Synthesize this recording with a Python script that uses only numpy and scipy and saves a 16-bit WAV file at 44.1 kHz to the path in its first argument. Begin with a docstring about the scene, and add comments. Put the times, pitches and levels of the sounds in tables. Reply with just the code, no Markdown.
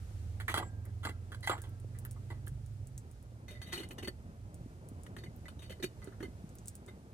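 """Lid, pot and campfire

A thin metal lid clatters on a flat stone, then is set on a pot and nudged into place, right of a stereo microphone:
each contact is a noisy chatter that drives damped modes of the metal. A campfire pops (filtered bursts), hisses and
flutters (coloured noise) and gulps (short low tones); far off an engine, a stack of sines, gains speed and fades
into a low rumble of noise."""
import sys
import numpy as np
from scipy import signal
from scipy.fft import rfft, irfft, next_fast_len
from scipy.io import wavfile
from scipy.ndimage import uniform_filter1d

SR = 44100
rng = np.random.default_rng(int(sys.argv[2]) if len(sys.argv) > 2 else 0)


def output_pcm(signal):
    """Save a mono or channel-first signal as 16-bit PCM at the path in sys.argv[1].

    Samples are clipped to [-1, 1] before scaling.
    """
    pcm = np.clip(np.atleast_2d(signal).T, -1, 1) * 32767
    wavfile.write(sys.argv[1], SR, np.round(pcm).astype(np.int16))


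N = 314433
T = np.arange(N) / SR

# far engine: (time [s], cycle rate [Hz], level [dB])
ENGINE = [(0.0, 21.32, -44.5), (0.34, 20.14, -41), (0.466, 20.51, -44), (1.94, 23.46, -45),
          (2.58, 25.69, -45.5), (2.97, 25.75, -49.5), (3.211, 24.2, -86)]
# engine orders: (multiple of the cycle rate, relative level [dB])
ENGINE_ORDERS = [(2, -12), (4, -2), (5, -2.5), (9, -23)]
# moving air: (time [s], rumble level [dB], flame flutter level [dB])
AIR_LEVELS = [(0.0, -47, -55.5), (0.32, -50, -56.5), (2.24, -53, -56.5), (2.56, -46, -57), (3.28, -50, -59),
              (3.99, -49, -52.5), (4.37, -50, -56.5), (4.85, -52.5, -53), (6.21, -50.5, -55),
              (7.13, -58, -55)]
# spectra of the far rumble, flame flutter and fire hiss: (frequency [Hz], relative density [dB per Hz])
RUMBLE_SPECTRUM = [(12, -75), (20, -38), (31, -14), (54, 4), (102, 6.5), (118, 5), (135, -11.5), (170, -19),
                   (220, -25), (370, -120)]
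FLUTTER_SPECTRUM = [(76, -6.5), (130, -4), (166, -5), (354, -14.5), (513, -18), (682, -20), (1400, -31),
                    (2500, -41), (3250, -48), (5500, -120)]
HISS_SPECTRUM = [(700, -58), (1200, 5), (3100, -1), (9800, -2.5), (11000, -9), (14300, -8.5), (15300, -38),
                 (16400, -45)]
# fire hiss: (time [s], level [dB])
HISS_LEVELS = [(0, -69.5), (.35, -70), (.8, -74.5), (2.3, -72), (3.3, -76), (4.5, -74.5), (6.3, -72),
               (7.13, -74.5)]
# soft puffs of the flames: (time [s], relative level [dB], pitch [Hz])
PUFFS = [(1.845, -35.5, 426), (2.518, -28, 131), (4.291, -34, 179), (4.609, -31, 130), (4.66, -30, 224),
         (4.916, -30.5, 231), (5.281, -30.5, 129), (6.283, -31, 197), (6.44, -28.5, 180)]
# fire pops: (time [s], peak level before the stereo ports [dB], centre [Hz])
POPS = [(0.853, -36, 10190), (1.407, -40, 9820), (1.467, -28, 10400), (1.6179, -30, 9400),
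        (1.6926, -42, 10400), (1.7991, -43.5, 8890), (1.9871, -29.5, 9790), (2.05, -25.5, 11100),
        (2.1106, -32.5, 9000), (2.1291, -45, 9206), (2.4665, -34, 10500), (2.479, -29.5, 9400),
        (2.6615, -44.5, 8800), (2.8707, -39, 8310), (2.978, -32, 7660), (3.113, -42.5, 8900),
        (3.2266, -44.5, 9700), (3.8878, -37, 8900), (3.932, -39, 10700), (4.5432, -38, 8460),
        (4.887, -34.5, 9400), (5.0338, -38, 8500), (5.3617, -38, 13200), (6.043, -37, 8450),
        (6.4914, -46, 7500), (6.553, -36, 10100), (6.5848, -40.5, 6750), (6.6572, -39, 8320),
        (6.6732, -35, 7950), (6.6816, -24, 8000), (6.687, -46, 8800), (6.753, -31.5, 8850),
        (6.8627, -42.5, 8030)]
# contacts of the lid: (time [s], level [dB], bass re mid [dB], brightness re mid [dB], rattle centre [Hz],
#   rattle re clear modes [dB], rise [ms], chatter decay by 60 dB [s]); rise and decay are limited in decays()
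STONE_CONTACTS = [(.4, -44.5, -17, -4.5, 2050, 9, 1.6, 0.089), (.48, -32.5, -14, -9, 2010, 17, 1.7, 0.12),
                  (.498, -47, -4, 2, 1320, 11, 1.1, 0.19), (.541, -30.5, -13, -8.5, 1156, -22, 0.55, 0.18),
                  (.573, -32, -9, -5, 1490, -9, 2.7, 0.083), (.597, -36, -8.5, -33, 844, 6, 0.88, 0.17),
                  (.624, -37, -9, -26, 1150, 8, 5.5, 0.03), (.848, -64, -19, -14, 1910, 8, 2.3, 0.18),
                  (1.031, -45.5, -22, -8.5, 1390, -7, 1.9, 0.24),
                  (1.05, -36.5, -4.5, -6.5, 1840, -7, 1.4, 0.064),
                  (1.07, -36.5, -24, -25, 1200, 2, 0.52, 0.066),
                  (1.088, -45.5, 0, -6, 1850, -9, 1.3, 0.088),
                  (1.318, -48, -14, -8.5, 1710, -21, 1.1, 0.13),
                  (1.343, -49, -14, -7.5, 1500, -13, 3.64, 0.046),
                  (1.427, -49, -13, -4, 2100, -30, 6.1, 0.45),
                  (1.473, -30, -43, -10.5, 1110, -15, 0.62, 0.11),
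                  (1.495, -29.5, -7, -11.5, 1435, 4.5, 0.92, 0.15),
                  (1.512, -33, -13, -32, 1120, -1, 2, 0.073), (1.53, -34, -42, -31, 910, 6, 1.3, 0.047),
                  (1.546, -41, -23, -24, 1004, 5, 1.3, 0.046), (1.561, -51, -25, -26, 1200, -3, 2, 0.11),
                  (1.579, -55.5, 2.5, -5, 1750, 22, 0.69, 0.18),
                  (1.638, -56.5, -2, -4.5, 1180, -1, 0.82, 0.18),
                  (1.948, -61.5, -14, -10, 1960, 15, 0.93, 0.18),
                  (2.05, -53, -23, -7, 1750, 31, 0.58, 0.11), (2.16, -57, -16, -27, 1160, 10, 1.8, 0.078),
                  (2.302, -46.5, -3, -14.5, 1010, 1, 0.88, 0.15),
                  (2.47, -50, -5.5, -9.5, 1722, -1, 0.9, 0.065)]
POT_CONTACTS = [(3.481, -57, -10, -1, 2100, -24, 0.53, 0.31),
                (3.506, -50.5, -10, -7.5, 560, -3, 0.81, 0.28),
                (3.547, -60, -19, -17, 2070, -14, 3.7, 0.33), (3.616, -55.5, -8, 2, 2050, -16, 0.67, 0.16),
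                (3.658, -62, -13, 2, 3300, -12, 36, 0.53), (3.722, -48, 3, 4.5, 2000, -24, 3.8, 0.37),
                (3.775, -62, 16.5, 13.5, 3000, -13, 1, 0.22), (3.799, -61, 18.5, 6.5, 2380, 13, 5, 0.099),
                (3.832, -51, -20, -1.5, 1970, -6, 1.5, 0.046), (3.907, -59, 11.5, 7.5, 2900, 1, 1.2, 0.068),
                (3.981, -51.5, 1, 0.5, 1730, -25, 1.2, 0.086), (4.024, -59, 16.5, 6.5, 2840, -3, 2.3, 0.12),
                (4.044, -52, 4.5, -1, 2070, -8, 0.78, 0.12), (4.073, -41, 4, -3.5, 1830, -5, 2, 0.06),
                (5.064, -53, -6, -4.5, 1970, 11, 0.65, 0.032), (5.165, -48.5, 0, -5, 1920, 14, 0.5, 0.05),
                (5.18, -62, 2, 1, 1800, -21, 1.7, 0.16), (5.236, -55, 8, -2, 2050, -26, 1.2, 0.053),
                (5.258, -57.5, 1, -11, 1840, -19, 2.7, 0.048),
                (5.455, -51, -26, -14, 2000, -13, 2.2, 0.038),
                (5.482, -53.5, -18, -1.5, 1660, 1, 0.34, 0.11), (5.59, -74, 5, 13, 3650, -22, 2.8, 0.11),
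                (5.62, -58, -6, 0, 527, -4, 0.89, .25), (5.696, -43, -13, -11, 544, 4, 0.73, 0.17),
                (5.718, -55.5, -8, -1, 1930, -12, 2.9, .045), (5.798, -61.5, 18, -5, 2040, -18, 1.6, .04),
                (5.825, -52, 14.5, 9, 2000, -33, 3.1, 0.098), (5.84, -53.5, 22, 14, 2430, -12, 0.95, 0.022),
                (6.018, -57.5, -27, -11, 1520, -4, 0.39, 0.31), (6.072, -52, 9, -14, 1520, -6, 0.34, 0.11),
                (6.121, -60, -4, -17, 1600, 8, 1.3, 0.11), (6.202, -52, 12, -10, 1770, 10, 1.6, 0.079),
                (6.226, -50, 11.5, -5, 1900, -6, 1.8, 0.12), (6.877, -55, 1, -7.5, 1750, -7, 2, 0.11)]
# modes of the lid alone and of lid and pot together: (frequency [Hz], free width [Hz], relative level [dB])
LID_MODES = [(414, 46, -4), (920, 55, 7), (1175, 31, -15), (1330, 50, 0.5), (1562, 135, 3.5),
             (2020, 38, 13.5), (2640, 60, -8), (3260, 55, 5.5), (4000, 61, -13), (4140, 290, -8),
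             (4860, 23, -24), (5750, 36, -14), (6290, 43, -11), (7030, 26, -23), (9300, 180, -17),
             (9920, 100, -7)]
LID_AND_POT_MODES = [(364, 18, 1), (594, 27, 12), (1275, 22, -11), (1440, 12, -28), (1794, 11, -5.5),
                     (2020, 16, 11.5), (2397, 9.2, -12), (2560, 16, -11), (2956, 12.3, -3.5),
                     (3190, 27, -12.5), (3697, 25, -5), (4170, 29, -11.5), (4420, 25, -5.5),
                     (5540, 130, -25.5), (6170, 250, -13), (7110, 290, -22.5), (8130, 75, -11.5),
                     (9910, 83, -8), (12500, 350, -15)]
# long ring of the lid: (frequency [Hz], relative level [dB], decay by 60 dB [s])
LONG_RING = [(1335, -64, 1), (1608, -59, .9), (1635, -57, .45), (2110, -57, 0.2), (7650, -46, 0.14)]
# extra rattle re clear modes in bass, mid, upper mid and treble: (level [dB])
REGISTER_BLUR_DB = [-3, 1, 1, 4]
# upper limits of bass, mid and upper mid: (frequency [Hz])
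REGISTER_TOP_HZ = [470, 2350, 5600]

STONE_HELD_HZ, POT_HELD_HZ = 50, 36  # fingers and contact widen every mode by this much
STONE_BEND, POT_BEND = .015, .011  # spread of the detuning, share of pitch
STONE_TREBLE_DB, POT_TREBLE_DB = -3.5, -2.9  # treble re upper mid at the start of a contact
TREBLE_FADE_DB_S = 57  # the treble dies this much faster than the chatter
STONE_LEAN_DB, POT_LEAN_DB = -1.5, -0.5  # left minus right in the bass
STONE_ECHO_DB, POT_ECHO_DB = -5.5, -1  # gain of the echo filter
POP_T60_S = 0.07


def undb(db):
    """Level law: 20 dB is a factor of ten in amplitude."""
    return 10 ** (np.asarray(db) / 20)


def unit(x):
    """Normalisation to an rms of 1."""
    return x / np.sqrt(np.mean(x ** 2))


def add(out, s, sound):
    """Superposition: mixes a short sound in at time s."""
    i = int(s * SR)
    out[i:i + len(sound)] += sound[:N - i]


def walk(rate):
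    """Slow random modulation: levels held 1 / rate s and smoothed twice; spread near 1."""
    hold = int(SR / rate)
    steps = np.repeat(rng.standard_normal(N // hold + 1), hold)
    return 1.23 * uniform_filter1d(uniform_filter1d(steps, hold), hold)[:N]


def coloured(spectrum):
    """Spectral shaping: white noise weighted by the given spectrum, at an rms of 1."""
    hz, db = np.transpose(spectrum)
    size = next_fast_len(N)
    bins_hz = np.fft.rfftfreq(size, 1 / SR)
    gain = undb(np.interp(np.log(bins_hz + 1), np.log(hz), db, left=-90, right=-90))
    return unit(irfft(rfft(rng.standard_normal(size)) * gain, size)[:N])


def mode(x, hz, width_hz):
    """Damped resonance: a wider mode dies sooner; a unit click rings it at size 1."""
    pole = np.exp((2j * np.pi * hz - np.pi * width_hz) / SR)
    return signal.lfilter([1], [1, -pole], x).imag


def decays(rise_s, t60_s):
    """Exponential build-up and decay: an envelope of peak 1, within limits of rise and decay."""
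    t = T[:16384]
    rise = 1 - np.exp(-t / np.clip(rise_s, .0001, .03))
    shape = rise * 1000 ** (-t / np.clip(t60_s, .01, .25))
    return shape / shape.max()


def ports(x, lag, pan_db, other=0):
    """Interaural cues: the left port lags by lag samples and leans pan_db, mostly in the bass; other differs."""
    size = next_fast_len(N)
    f = np.fft.rfftfreq(size)  # cycles per sample
    lean = undb(pan_db / 2 / (1 + (f * SR / 2500) ** 2))
    left = irfft(rfft(x + other, size) * lean * np.exp(-2j * np.pi * f * lag), size)
    right = irfft(rfft(x - other, size) / lean, size)
    return np.array([left, right])[:, :N]


def stones(x, db):
    """Scattering: quick echoes off the stones of the hearth, too small to turn back the bass."""
    t = T[:1500]
    echoes = rng.standard_normal(len(t)) * np.exp(-t / 0.0071)
    echoes = echoes / np.sqrt(np.sum(echoes ** 2))
    x = signal.lfilter(*signal.butter(2, 700, "high", fs=SR), x)
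    return undb(db) * signal.fftconvolve(x, echoes)[:N]


def engine():
    """Harmonic orders: sines at multiples of the cycle, each wavering on its long way through the air."""
    s, hz, db = np.transpose(ENGINE)
    turn = 2 * np.pi * np.cumsum(np.interp(T, s, hz)) / SR
    stack = np.zeros(N)
    for multiple, order_db in ENGINE_ORDERS:
        level = undb(order_db + 0.38 * walk(4.69))
        phase = 0.45 * walk(3.96) + 2 * np.pi * rng.random()
        stack += level * np.sin(multiple * turn + phase)
    return unit(stack) * undb(np.interp(T, s, db, right=-120))


def distance():
    """Partial coherence: engine and rumble reach both ports, with a weak rumble that differs between them."""
    s, rumble_db, _ = np.transpose(AIR_LEVELS)
    level_db = np.interp(T, s, rumble_db)
    far = engine() + undb(level_db) * coloured(RUMBLE_SPECTRUM)
    return ports(far, 2.1, -4.0, undb(level_db - 26) * coloured(RUMBLE_SPECTRUM))


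def hiss():
    """Broadband noise: the fire's hiss, nearly as strong in the part that differs between the ports."""
    level = undb(np.interp(T, *np.transpose(HISS_LEVELS)) + 0.9 * walk(9))
    other = undb(-0.1) * level * coloured(HISS_SPECTRUM)
    return ports(level * coloured(HISS_SPECTRUM), 0, -0.11, other)


def puffs():
    """Heavily damped oscillation: a gulp of air at the flames, a couple of low cycles."""
    out, t = np.zeros(N), T[:4096]
    for s, db, hz in PUFFS:
        cycles = hz * t
        swell = cycles * np.exp(1 - cycles / 0.43)
        add(out, s, undb(db) * np.sin(2 * np.pi * cycles) * swell)
    return out


def flames():
    """Amplitude modulation: low noise follows the uneven gusts of the flames, joined by puffs."""
    s, _, flutter_db = np.transpose(AIR_LEVELS)
    gust = undb(np.interp(T, s, flutter_db) + .9 * walk(9.6) + 1.8 * walk(50))
    other = undb(-47.0) * gust * coloured(FLUTTER_SPECTRUM)
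    return ports(gust * coloured(FLUTTER_SPECTRUM) + puffs(), 12.56, 0.98, other)


def pops():
    """Impulse excitation: a sharp wide crack, as a pocket in the wood bursts, within faint decaying noise."""
    out, t = np.zeros(N), T[:4096]
    for s, db, hz in POPS:
        burst = undb(-24.5) * rng.standard_normal(len(t)) * 1000 ** (-t / POP_T60_S)
        burst[50] += 1  # the crack falls 50 samples into the burst, with faint noise before and after it
        body = mode(mode(burst, hz, .5 * hz), 1.1 * hz, 0.44 * hz)
        edge = mode(mode(burst, 12500, 1700), 17800, 7900)
        crack = np.diff(body + undb(-1.5) * edge)
        add(out, s, undb(db) * crack / np.abs(crack).max())
    return out


def chatter(shape, rise_ms, tick_db):
    """Repeated impact: a tick and tiny uneven bounces, gathered in clumps, form the driving force."""
    grit_db = 3.2 * np.minimum(rng.exponential(size=len(shape)), 5)
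    grit = rng.standard_normal(len(shape)) * undb(grit_db)
    clumps = np.repeat(rng.standard_normal(len(shape) // 128), 128)
    push = unit(grit * undb(1.9 * clumps)) * shape
    push[44] += undb(tick_db) / max(rise_ms, .3)  # a quick contact lands with a harder tick
    return push


def clear_modes(push, modes, rattle_hz, blur_db, held_hz, bend_share):
    """Modal superposition: each touch lands elsewhere and bends the sheet, so other modes speak, detuned."""
    registers = [0, 0, 0, 0]
    place = rng.standard_normal((len(modes), 2))
    for (hz, width_hz, db), (strong, bend) in zip(modes, place):
        # modes near the rattle centre lead, more so in a clear touch
        distance_share = min(3 * abs(np.log2(hz / rattle_hz)), 1)
        spread_db = 4 * strong - max(10 - blur_db, 0) * distance_share
        ring = mode(push, hz * (1 + bend_share * bend), width_hz + held_hz)
        registers[np.searchsorted(REGISTER_TOP_HZ, hz)] += undb(db + spread_db) * width_hz / 100 * ring
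    return registers


def rattles(push, rattle_hz):
    """High modal density: many weak modes blur into one broad band per register."""
    bands = ((370, 100), (rattle_hz, .38 * rattle_hz), (3500, 2600), (9500, 8500))
    return [mode(mode(push, hz, width_hz), hz, width_hz) for hz, width_hz in bands]


def long_ring(push, ring_db):
    """Light damping: narrow modes ring on, damped unevenly by the grip."""
    out = np.zeros(len(push))
    for hz, db, t60_s in LONG_RING:
        steps = np.repeat(rng.standard_normal(len(push) // 1024), 1024)
        waver_db = 5 * uniform_filter1d(steps, 1024)
        out += undb(db + ring_db + waver_db) * mode(push, hz, np.log(1000) / np.pi / t60_s)
    return out


def lid(contacts, modes, treble_db, tick_db, ring_db, held_hz, bend_share, split_hz):
    """Forced vibration: the chatter of each contact drives clear modes, rattle and long ring of the metal."""
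    out = np.zeros(N)
    # body below the split, sheet above
    deep, thin = (signal.butter(2, split_hz, kind, fs=SR) for kind in ("low", "high"))
    for s, level_db, bass_db, bright_db, rattle_hz, blur_db, rise_ms, t60_s in contacts:
        shape = decays(rise_ms / 1000, t60_s)
        push = chatter(shape, rise_ms, tick_db)
        clear = clear_modes(push, modes, rattle_hz, blur_db, held_hz, bend_share)
        rattle = rattles(push, rattle_hz)
        blurs_db = REGISTER_BLUR_DB + blur_db * np.array([0, 1, .7, .2])  # bass keeps a fixed blur
        bass, mid, upper, treble = (unit(unit(ring) + undb(db) * unit(blur))
                                    for ring, blur, db in zip(clear, rattle, blurs_db))
        treble = undb(treble_db - TREBLE_FADE_DB_S * T[:len(shape)]) * treble
        sheet = signal.lfilter(*thin, mid + undb(bright_db) * (upper + treble))
        body = undb(bass_db) * signal.lfilter(*deep, bass)
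        sound = np.sqrt(np.mean(shape ** 2)) * (body + sheet)
        add(out, s, undb(level_db) * (sound + long_ring(push, ring_db)))
    return out


def scene():
    """Superposition: far sounds, fire and lid add at the two ports, with hearth echoes of pops and lid."""
    crackle = pops()
    on_stone = lid(STONE_CONTACTS, LID_MODES, STONE_TREBLE_DB, tick_db=20.9, ring_db=-5.9,
                   held_hz=STONE_HELD_HZ, bend_share=STONE_BEND, split_hz=850)
    on_pot = lid(POT_CONTACTS, LID_AND_POT_MODES, POT_TREBLE_DB, tick_db=15.2, ring_db=-36,
                 held_hz=POT_HELD_HZ, bend_share=POT_BEND, split_hz=640)
    return (distance() + hiss() + flames()
            + ports(crackle, -1.14, -1.6, stones(crackle, -27))
            + ports(on_stone, 5.35, STONE_LEAN_DB, stones(on_stone, STONE_ECHO_DB))
            + ports(on_pot, 2.04, POT_LEAN_DB, stones(on_pot, POT_ECHO_DB)))


def record(dry):
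    """Band limitation: the recorder cuts steeply above 16400 Hz."""
    return signal.sosfilt(signal.ellip(10, .2, 70, 16400, fs=SR, output="sos"), dry)


dry = scene()
out = record(dry)
output_pcm(out)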